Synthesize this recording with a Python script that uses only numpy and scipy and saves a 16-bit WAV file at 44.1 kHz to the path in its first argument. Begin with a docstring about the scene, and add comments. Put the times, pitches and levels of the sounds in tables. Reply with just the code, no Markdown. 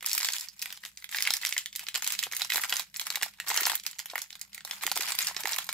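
"""Two hands crumple and pull open a small thin plastic wrapper close to two microphones in a furnished room.
A dense burst of snaps and crackle opens the scene and thins out after 0.4 s; from 1.1 s to 2.8 s it is busy again.
Strong squeezes and soft thumps follow near 3.5 s, then a sparser stretch, then a dense finish from 4.8 to 5.7 s.
Snaps and crackle are kicked ringing patches of film; thumps are short low swings. Throughout, a noise-and-tone
hum swells and sinks, and a tail of shaped noise answers the wrapper as the room."""
import sys
import numpy as np
from scipy import signal
from scipy.fft import rfft, irfft, next_fast_len
from scipy.io import wavfile

SR = 44100
rng = np.random.default_rng(int(sys.argv[2]) if len(sys.argv) > 2 else 0)


def ratio(d):
    """dB to gain"""
    e = np.asarray(d, float) / 20
    return 10 ** e


def dump(signal):
    """Clip the signal to [-1, 1] and save it as 16-bit WAV at the path in sys.argv[1]."""
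    limited = np.clip(np.atleast_2d(signal).T, -1, 1)
    pcm = np.round(limited * 32767).astype(np.int16)
    wavfile.write(sys.argv[1], SR, pcm)


N = 252773   # length in samples


def at_hz(points, hz):
    """Reads a spectrum on a log-frequency axis."""
    point_hz, point_db = np.transpose(points)
    return np.interp(np.log(hz), np.log(point_hz), point_db)


def drift(rate_hz):
    """Slow chance with spread 1: white noise smoothed by two equal low-pass steps."""
    r = np.exp(-2 * np.pi * rate_hz / SR)
    slow = signal.lfilter([1], [1, -2 * r, r * r], rng.standard_normal(N + SR))[SR:]   # skip the start-up
    return slow / slow.std()


# colour of the low house noise; only its shape counts: pitch_hz [Hz], level_db [dB]
HUM_COLOUR = [(18, -40), (30, -20), (64, -10), (97, -1), (188, 9), (209, 10), (241, -12), (281, -6),
              (500, -53), (650, -41), (1100, -120)]
# the hum swells and sinks: time_s [s], level_db [dB]
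HUM_LEVEL = [(0.0, -76), (1.98, -74.5), (2.22, -69.5), (2.94, -74.5), (3.56, -71), (3.94, -77),
             (5.15, -68.5), (5.73, -71)]


def hum(side_db, waver_db):
    """Low house noise, a little different in each ear, with a wavering mains tone."""
    mains_hz, mains_db = 58.3, -5   # level is against the noise
    t = np.arange(N) / SR
    freqs = np.fft.rfftfreq(N, 1 / SR) + 1   # 1 Hz up, to avoid log of zero
    coloured = rfft(rng.standard_normal((2, N))) * ratio(at_hz(HUM_COLOUR, freqs))
    mid, side = irfft(coloured, N)
    stereo = (mid + ratio(side_db) * side * [[1], [-1]]) / mid.std()
    noise = ratio(waver_db * drift(3.2)) * stereo
    mains_level = ratio(mains_db + 2.0 * drift(3.2)) * np.sqrt(2)
    wander = 0.85 * drift(7.6) + 0.29 * drift(4.9) * [[1], [-1]]   # radians; the second part parts the ears
    mains = mains_level * np.sin(2 * np.pi * mains_hz * t + wander)
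    return ratio(np.interp(t, *np.transpose(HUM_LEVEL))) * (noise + mains)


# echo by pitch region: pitch_hz [Hz], main_t60_s [s to fall 60 dB], relative_tail_db [dB]
ROOM_BANDS = [(930, 0.081, -13.5), (3240, 0.13, -5), (6800, 0.12, -6.5), (13800, 0.04, -1.5)]


def room(x):
    """A tail of dense reflections, dying faster in the top treble; its pattern changes as the hands move."""
    t = np.arange(SR // 3) / SR
    size = next_fast_len(N + len(t))
    centres = np.log(np.array(ROOM_BANDS)[:, 0])
    freqs = np.log(np.fft.rfftfreq(size, 1 / SR) + 1)
    first_walls = np.clip((t - .0015) / 0.00033, .1, 1)   # first walls answer late
    far_corners = ratio(-22.5 - 60 * t / 0.2)   # far corners linger
    places = np.linspace(0, N, num=11)   # the echo pattern crossfades from each place to the next
    out = 0
    for place in range(len(places)):
        white = rng.standard_normal((2, len(t)))
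        white = white + .5 * white[::-1]   # the two ears share part of the echo
        tail = 0
        for k, (hz, t60, tail_db) in enumerate(ROOM_BANDS):
            decay = (ratio(-60 * t / t60) + far_corners) * first_walls
            share = np.interp(freqs, centres, np.arange(len(ROOM_BANDS)) == k)
            reflections = rfft(white * decay, size) / np.sqrt(np.sum(decay ** 2))
            tail = tail + ratio(tail_db) * share * reflections
        fade = np.interp(np.arange(N), places, np.arange(len(places)) == place)
        out = out + tail * rfft(x * fade, size)
    return irfft(out, size)[:, :N]


# the whole pouch flexing: start_s [s], swell_peak_db [dB], pitch_hz [Hz]
THUMPS_PLAYED = [(0.127, -61, 285), (0.168, -53, 380), (0.284, -72, 363), (1.188, -62, 267),
                 (1.3, -52, 221), (1.33, -58, 199), (1.94, -66, 450), (2.267, -46.5, 462),
                 (2.554, -44, 440), (2.721, -46, 425), (3.213, -56, 407), (3.469, -55, 360),
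                 (3.499, -65, 447), (3.618, -40, 383), (4.854, -42, 362), (4.912, -48, 395),
                 (4.963, -46, 430), (4.994, -39.5, 400), (5.364, -46.5, 378), (5.445, -38, 423)]


def thumps(cycles):
    """A soft push sets the air-filled pouch swinging; the swing peaks after this many cycles, then dies."""
    out = np.zeros(N + SR)
    t = np.arange(SR // 20) / SR
    for s, peak_db, hz in THUMPS_PLAYED:
        swing = t * hz / cycles
        swell = np.e * swing * np.exp(-swing)   # peaks at 1
        out[round(s * SR):][:len(t)] += ratio(peak_db) * swell * np.sin(2 * np.pi * hz * t)
    return out[:N]


# where thud, knock, middle and tick sit: pitch_hz [Hz]
COLOUR_PITCHES = (850, 2100, 5000, 11500)
# favoured pitches of film and microphones: pitch_hz [Hz], boost_db [dB]
FAVOURED_PITCHES = [(300, -35), (420, -32.5), (600, -18.5), (860, 0), (1300, -2), (2150, 2), (2900, -1.5),
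                    (4060, -0.5), (6200, -0.5), (7290, 6), (9000, 1.5), (12600, 10), (15500, 3.5)]


def film(seconds, level_db, colour_db, ring_hz, ring_db, pan_db, cycles, scatter_db,
         lag_s, lag_spread_s, turn, scramble, reach_s):
    """Each buckling crease kicks all patches of the film, every patch with its own strength and phase."""
    pitches = np.geomspace(1500, 16700, num=48) - 1200   # 300 to 15500 Hz, close enough to overlap
    luck = rng.standard_normal((len(seconds), 5, len(pitches)))
    colour = np.array([np.interp(np.log(pitches), np.log(COLOUR_PITCHES), c) for c in colour_db])
    # the patch beside the crease rings loudest
    ring = ring_db * np.exp(-(np.log(pitches / ring_hz[:, None]) / 0.12) ** 2)
    balance_db = 10 * np.log10(.45 + 540 / pitches) + at_hz(FAVOURED_PITCHES, pitches)
    strength = ratio(level_db[:, None] + colour + ring + balance_db + scatter_db * luck[:, 0])
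    # a small scramble moves the patches nearly in step, as in a clean jump
    phase = 2 * np.pi * (luck[:, 2, 1:2] + scramble * luck[:, 1])
    # the crease is nearer one microphone: a lag per kick, and scatter that grows with pitch
    lag = lag_s + lag_spread_s * luck[:, 2, :1]
    between = 2 * np.pi * pitches * lag + turn * np.sqrt(pitches / 1e4) * luck[:, 3]
    # the buckle takes a moment to reach each patch
    reached = seconds[:, None] + reach_s * np.abs(luck[:, 4])
    at = np.clip(np.round(reached * SR).astype(int), 0, N - 1)
    out = np.zeros((2, N))
    for k, hz in enumerate(pitches):
        r = ratio(-60 * hz / ((cycles + hz * 0.0026) * SR))   # high patches ring more cycles
        pole = r * np.exp(2j * np.pi * hz / SR)
        kicks = np.full((2, N), 1e-18 + 0j)
        for side, sign in enumerate((.5, -.5)):
            push = strength[:, k] * ratio(sign * pan_db)
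            np.add.at(kicks[side], at[:, k], push * np.exp(1j * (phase[:, k] + sign * between[:, k])))
        ringing = signal.lfilter([1], [1, -2 * pole, pole ** 2], kicks).real   # swells briefly, then dies
        out += np.e * (1 - r) * ringing
    return out


# fingers squeezing the film: start_s [s], length_s [s], relative_crackle_db [dB],
# low_colour_db [dB, thud region against the middle]
SQUEEZES_PLAYED = [(0.045, 0.36, -29.5, -25), (0.606, 0.15, -36.5, -17), (0.834, 0.015, -34, -23),
                   (1.117, 0.25, -32.5, -16), (1.413, 0.16, -31, -21), (1.75, 0.043, -54, -22),
                   (1.798, 0.035, -37, -13), (1.858, 0.035, -47, -18), (1.94, 0.039, -33, -10.5),
                   (2.032, 0.11, -28, -23), (2.181, 0.061, -34.5, -20), (2.314, 0.13, -33.5, -14.5),
                   (2.494, 0.15, -27.5, -20), (2.671, 0.13, -33, -6), (2.944, 0.067, -37.5, -20),
                   (3.054, 0.024, -36, -12), (3.107, 0.14, -36.5, -7), (3.194, 0.042, -56, -14),
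                   (3.467, 0.27, -25.5, -10), (3.85, 0.028, -39, -21), (3.994, 0.047, -46, -12),
                   (4.084, 0.056, -40, -17.5), (4.168, 0.073, -36, -17), (4.695, 0.079, -37.5, -9.5),
                   (4.82, 0.28, -29.5, -15), (4.952, 0.1, -30, -10.5), (5.06, 0.12, -37, -10.5),
                   (5.184, 0.1, -26.5, -16.5), (5.354, 0.071, -35.5, -6.5), (5.436, 0.18, -30, -11),
                   (5.69, 0.054, -43.5, -14)]


def unrest(s):
    """Relative level in dB of the crackle at times s: squeezing, settling after snaps, and rest, added up."""
    grip_db_per_s, let_go_db_per_s = 2500, 335   # the crackle swells and fades at these speeds
    settle_db, settle_db_per_s = -12.5, 256   # after a snap: start against the snap's table level, then fall
    rest_db = -53   # idle film
    start, length, grip_db, _ = np.transpose(SQUEEZES_PLAYED)[:, :, None]
    before, after = np.maximum(start - s, 0), np.maximum(s - start - length, 0)
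    gripped = grip_db - grip_db_per_s * before - let_go_db_per_s * after
    snapped, snap_db = np.transpose(SNAPS_PLAYED)[:2, :, None]
    settling_db = snap_db + settle_db - settle_db_per_s * np.abs(s - snapped)
    settling = np.where(s > snapped, ratio(2 * settling_db), 0)
    return 10 * np.log10(ratio(2 * gripped).sum(axis=0) + settling.sum(axis=0) + ratio(2 * rest_db))


def crackle():
    """Small creases buckle at chance times, in clumps, a few much stronger than the rest."""
    sheen_db = -8.5   # treble against the middle
    per_second = 900 * ratio(5 * drift(30))
    born = rng.random(N) < per_second / SR
    s = np.flatnonzero(born) / SR
    start, length, _, depth_db = np.transpose(SQUEEZES_PLAYED)
    low = np.interp(s, start + .5 * length, depth_db)
    sizes_db = 3.376 * np.minimum(rng.exponential(1, N), 4)[born]
    colour = np.transpose([low, 0.22 * low - 1.5, 0 * s, sheen_db + 0 * s])
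    ring_hz = 700 * 21 ** rng.random(N)[born]   # 700 to 14700 Hz
    return film(s, unrest(s) + sizes_db - 27.5, colour, ring_hz, 13.5, -0.64,
                cycles=4.85, scatter_db=3.0, lag_s=3e-5, lag_spread_s=4e-5, turn=3.2,
                scramble=1, reach_s=.0004)


# creases buckling: time_s [s], relative_level_db [dB], then colour before a fixed trim, against the middle:
# thud_db [dB], knock_db [dB], tick_db [dB]
SNAPS_PLAYED = [(0.0087, -40.5, -22, -0.5, -10), (0.027, -37.5, -11, 8, 2), (0.045, -39, -1, 8.5, -16),
                (0.0625, -19.5, -25, -18, -1.5), (0.0727, -31.5, -16, 2, -2), (0.0867, -25, -29, -21, -7),
                (0.0957, -23, -33, -18, -8), (0.1056, -29, -30, -10, -10), (0.1154, -21.5, -31, -9, -8),
                (0.1318, -14.5, -28, -27, -10), (0.1423, -24, -31, -13, -7), (0.1507, -22, -11, -19, -1),
                (0.1792, -19, -28, -4, -0.5), (0.1926, -38, -29.5, -12, 9), (0.2036, -26.5, -11, -1, -5),
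                (0.21, -23, -20, -7, -14), (0.2195, -31, -15, 1, -8), (0.231, -19.5, -18, -5, -11),
                (0.2468, -16, -14, -2, -9), (0.2574, -21, -30, -19, -12), (0.2877, -14.5, -22, -6.5, -23),
                (0.3035, -25, -12, -10, -17), (0.3232, -26, -27, -24, -4), (0.3348, -18.5, -35, -17, -13),
                (0.3654, -27, -23, -4, -6), (0.3838, -27.5, -26, -13, -9), (0.3976, -31, -34, -15, -6),
                (0.41, -24.5, -33, -31, -9), (0.4743, -46, -10, 1, -11), (0.4864, -30.5, -44, -32, -13.5),
                (0.5334, -49.5, -36, -10, -9), (0.5815, -52, -54, -19, -4), (0.5942, -33.5, -39, -19, -9),
                (0.6175, -25, -35, -27, -10), (0.624, -23, -32, -4, -3.5), (0.6584, -32, -13, 4.5, -2),
                (0.705, -32.5, -21, -1, -16), (0.7262, -33, -13, 0, -0.5), (0.7743, -37.5, -15, -6, -16),
                (0.8368, -39.5, -13, 6.5, -23), (0.8513, -29, -16, -6.5, -9), (0.8604, -34, -12, -4, -7),
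                (0.9746, -28.5, -56, -8.5, -18), (1.024, -43, -17, 1.5, -9), (1.0435, -32.5, -24, -0.5, -6),
                (1.092, -33, -30, -5, -12), (1.1142, -41, -27, -1, 6), (1.1259, -36, -25, 2, -12),
                (1.147, -25.5, -15, 5, -21), (1.1609, -26, -14, -10, -4), (1.1697, -26.5, -23, -2, -3),
                (1.1856, -21.5, -18, 1, -17), (1.206, -28, -20, 1, -1), (1.2242, -17.5, -24, -10, -4.5),
                (1.235, -39, -27, -9, -4), (1.2525, -23.5, -28, 1, -12), (1.2669, -23, -13, -5, -25),
                (1.2739, -19.5, -18, 9.5, -8), (1.287, -36, -2, -2, -18), (1.3059, -13.5, -15, -7, -12.5),
                (1.3378, -14, -30, -14, -9.5), (1.3686, -23.5, -34, -18, -8),
                (1.4253, -31, -18.5, -0.5, -16), (1.4337, -35, -12, 11.5, -21), (1.4508, -19.5, -27, 0, -6),
                (1.4625, -24.5, -27, -7, -1), (1.4698, -25.5, -19, -2, -12), (1.492, -35, -26, -6, 6),
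                (1.5104, -45, -28, -7, -17), (1.526, -20.5, -46, -0.5, -12), (1.5452, -36, -30, -15, -8),
                (1.5665, -33, -5.5, 9.5, -5), (1.5796, -19.5, -32.5, -1.5, -4),
                (1.6597, -28, -48, -0.5, -7), (1.7289, -33, -39, -8, -13), (1.753, -29, -32, -8, -13),
                (1.7607, -24, -49, -12, -1.5), (1.7942, -31, -28, 2.5, -1), (1.8677, -28.5, -30, -1, -25),
                (1.886, -22.5, -38, 4.5, -9.5), (1.9437, -25, -17, -7, -6), (1.9515, -19.5, -21, -2, -8.5),
                (1.958, -19.5, -22, -4.5, -12), (1.9755, -31, -14, -6, 0), (2.023, -25.5, -10.5, -1, -6),
                (2.0453, -24, -29, -8, -4), (2.066, -23.5, -22, -6, -10), (2.0757, -22, -20, -5, -3),
                (2.1043, -26.5, -14, -0.5, -4), (2.1229, -26.5, -21, -7, 3), (2.1512, -32, -28, 0, -8),
                (2.1909, -14, -48, -16, -12.5), (2.228, -31, -15, 9.5, 2), (2.2372, -22, -28, -5, -6),
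                (2.2675, -36, 5, -3, -18), (2.3148, -34.5, -16, -1, -11), (2.3235, -26, -13, -6, -7),
                (2.3346, -32.5, -7, 5.5, -7), (2.3496, -34, -21, -13, 0), (2.3667, -28, -25, -3, 8),
                (2.3968, -30, -17, -1, -2), (2.4096, -29.5, -10, -0.5, -12),
                (2.4194, -17.5, -11, -2.5, -10.5), (2.4478, -25, -8.5, -10, -9),
                (2.5022, -19.5, -36, 0.5, -10), (2.521, -20.5, -27, 2.5, -15), (2.537, -24.5, -17, -3, 1),
                (2.5454, -23.5, -8, -2, -3), (2.5588, -20.5, -6, -0.5, -2), (2.572, -27.5, -10, 1.5, 8.5),
                (2.5792, -29.5, 6.5, 5, -1), (2.596, -34, 6, 1, -9), (2.6166, -33, -16, -9, 5),
                (2.6369, -23.5, -8, 0.5, -2), (2.6458, -32.5, -1, 5, -7), (2.6958, -24, -36, -9, -5),
                (2.7038, -31, -29, -3.5, 0), (2.7253, -17.5, -9.5, 0, -13), (2.739, -28, -6, -4, 1),
                (2.7587, -26, -7, -5, -3), (2.768, -19, -31, -13, -8), (2.7961, -23, -9, -9, -5),
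                (2.8056, -28.5, -20, -3, -10), (2.9434, -34.5, -27, 0, -6), (2.9623, -24, -42, -8, -27),
                (2.9691, -40, -27, -18, 12), (2.9971, -21.5, -23, -4, -9.5),
                (3.0143, -25, -12.5, -10.5, -8), (3.0686, -24, -11, -3.5, -4),
                (3.1036, -18.5, -18, -9.5, -12), (3.1244, -28, -21, -4, -11), (3.1466, -34, -17, 5, -18),
                (3.1573, -21.5, -16, -1.5, -2), (3.1723, -33.5, 4.5, -1.5, -3), (3.214, -30, -6, 4, -11),
                (3.225, -22.5, -12, -3, -5), (3.2311, -21, -13, 3, 2), (3.261, -36, 2.5, -19, -4),
                (3.3375, -49, -27, 0.5, -8), (3.3867, -51, -5, 7, -13), (3.4011, -27.5, -16, 2.5, -6.5),
                (3.4442, -52, 6, 7, -6), (3.4845, -25, -16, -13, -1), (3.491, -27.5, -26, -24, 0.5),
                (3.5024, -19.5, -1.5, 0, -9), (3.5085, -39, 1, 8, -13), (3.514, -30.5, 11.5, 4, -19),
                (3.5437, -26.5, -8, -4, -1), (3.556, -39, -7, 15, -1), (3.5637, -29, -14, 10.5, 6.5),
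                (3.5753, -13.5, -8, -12, -11), (3.586, -36, -4, 16.5, -2), (3.608, -29.5, -13, 3, 8),
                (3.634, -21, -12, -6, -9), (3.6543, -14, -17, -10, -19), (3.665, -17.5, -18, -17, -6.5),
                (3.669, -26, 6, 5, 6), (3.6825, -28.5, 4, -17, -12), (3.6979, -21, -3.5, -0.5, -3),
                (3.7101, -40, -3, 7, -10), (3.7183, -26, 1.5, -0.5, -1), (3.7333, -39.5, 12, 3, -19),
                (3.7548, -31.5, -28, 0, 13), (3.7984, -31.5, -43, -9, -7), (3.8368, -35, -43, -11, -7),
                (3.8521, -45, -6, 6, -10), (3.8651, -20, -20, -8, -7), (3.913, -39, -18, -7, 0),
                (3.931, -33, -24, -9, -32), (3.9871, -31, -35, -15, -11.5), (3.9922, -27, -20, -4, -5),
                (4.0003, -32, -13, -4, -9), (4.0583, -38, -8, -1, 5.5), (4.1002, -27, -27, -10, -24),
                (4.113, -42, -8.5, -5, -16), (4.1353, -47.5, 23.5, -1, -10), (4.1566, -32.5, 7, 11, 2.5),
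                (4.1801, -30, -2, 7, -3), (4.1898, -31.5, -20, -13, -3), (4.2182, -26, -11, -18, -5),
                (4.3054, -34.5, -31, -7, -11), (4.3292, -31, -29, -11, -22), (4.3545, -38, -19, -0.5, -8),
                (4.395, -44, -52, -12, -2), (4.4141, -25.5, -46, -9, -7), (4.5314, -40, -41, -1, -8),
                (4.547, -33.5, -34, -4, -2.5), (4.5791, -36.5, -16, 5.5, -7), (4.6075, -37.5, -20, 0, -17),
                (4.65, -26, -9, -26.5, -9), (4.6761, -41, -9, 1, 1), (4.711, -19, -20, -10.5, -15.5),
                (4.811, -35.5, -16, -0.5, -18), (4.836, -30.5, 3.5, 8.5, 2.5),
                (4.8666, -17.5, -20, -0.5, -7.5), (4.8768, -32.5, 4, 4, 1), (4.9162, -22.5, 0, -1, 0),
                (4.958, -24.5, -18, -5, -6), (4.9659, -27, 1, -5, -6), (4.9751, -22, -6, -1, -5),
                (5.009, -20.5, -15, -2, -6.5), (5.0231, -26.5, -8, -11, -4), (5.058, -31, -20, 0, -15),
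                (5.0764, -29, -13, 0, -9), (5.0866, -28.5, -20, -3, -4), (5.1061, -26.5, -4, -6, -3),
                (5.1211, -18, -13, -10, -9), (5.152, -27, -22, -3, -2), (5.1885, -18.5, -27, -1, -2),
                (5.207, -26, -17, 4.5, -4), (5.2706, -21, -25, -14, -7), (5.2846, -26, -8, -1.5, -10),
                (5.298, -35, 0, 1, -14), (5.3116, -45, 14, 11, -12), (5.347, -37, -14, 4, -4),
                (5.3656, -17.5, -18, -10, -27), (5.406, -32, -20, -20, 2), (5.436, -26.5, -13, -4, -13),
                (5.456, -26.5, 1, 2.5, -4), (5.4732, -19.5, -3, -11, -14), (5.4927, -29.5, -15, 1, -2),
                (5.522, -30, -16, -8, 1), (5.5327, -18, -37, -10.5, -18), (5.5442, -27, -14, -22, -10),
                (5.5628, -33.5, -15, 8.5, 5), (5.5855, -21, -6.5, -2, -3), (5.6437, -33, -17, -25, -5),
                (5.668, -40, -14, -18, 3.5), (5.6909, -23.5, -5.5, -2.5, -9),
                (5.7281, -31.5, -4, -1.5, 4.5)]


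def snaps():
    """The single loud creases; each gives way in a main jump with weaker slips just before or after."""
    broad_ring_hz = 1980   # creases that knock ring low
    low_hz, high_hz = 3100, 7570   # the others ring anywhere in this range
    s, level_db, thud, knock, tick = np.transpose(SNAPS_PLAYED)
    slips = rng.random((len(s), 3, 3))
    pan_db = -2.2 + 5.7 * (slips[:, 2, 0] - .5)
    # of the three movements the first is the main jump, neither shifted nor weakened
    late_s = (slips[:, 0] - .3) * 0.0056 * [0, 1, 1]
    weaker_db = (6 + 11 * slips[:, 1]) * [0, 1, 1]
    any_ring_hz = low_hz * (high_hz / low_hz) ** slips[:, 2, 1]
    ring_hz = np.where(knock > 0, broad_ring_hz, any_ring_hz)
    colour = np.transpose([thud - 3, knock - 2.5, 0 * s, tick - 2.5])
    seconds = (s[:, None] - .0008 + late_s).ravel()
    slip_db = (level_db[:, None] - 8.5 - weaker_db).ravel()
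    return film(seconds, slip_db, np.repeat(colour, 3, axis=0), np.repeat(ring_hz, 3, axis=0), 5.4,
                np.repeat(pan_db, 3, axis=0), cycles=7.17, scatter_db=2.5, lag_s=3e-5,
                lag_spread_s=3e-5, turn=1.0, scramble=.2, reach_s=.00015)


def scene():
    """The wrapper, its echo in the room, and the hum."""
    no_bass = signal.butter(3, 260, "high", fs=SR, output="sos")   # creases are too small to radiate bass
    creases = signal.sosfilt(no_bass, snaps() + crackle())
    wrapper = creases + thumps(cycles=0.61)
    return wrapper + room(wrapper) + hum(side_db=-11, waver_db=1.0)


def band_limit(x):
    """A steep low-pass at the top of the band."""
    return signal.sosfilt(signal.butter(12, 16800, fs=SR, output="sos"), x)


def record(dry):
    """The microphones add a faint hiss, and their top is rolled off."""
    heard = dry + ratio(-70) * rng.standard_normal(dry.shape)
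    roll_off = signal.cheby2(10, 13, 15800, fs=SR, output="sos")
    heard = signal.sosfilt(roll_off, heard)
    return band_limit(heard)


dry = scene()
out = record(dry)
dump(out)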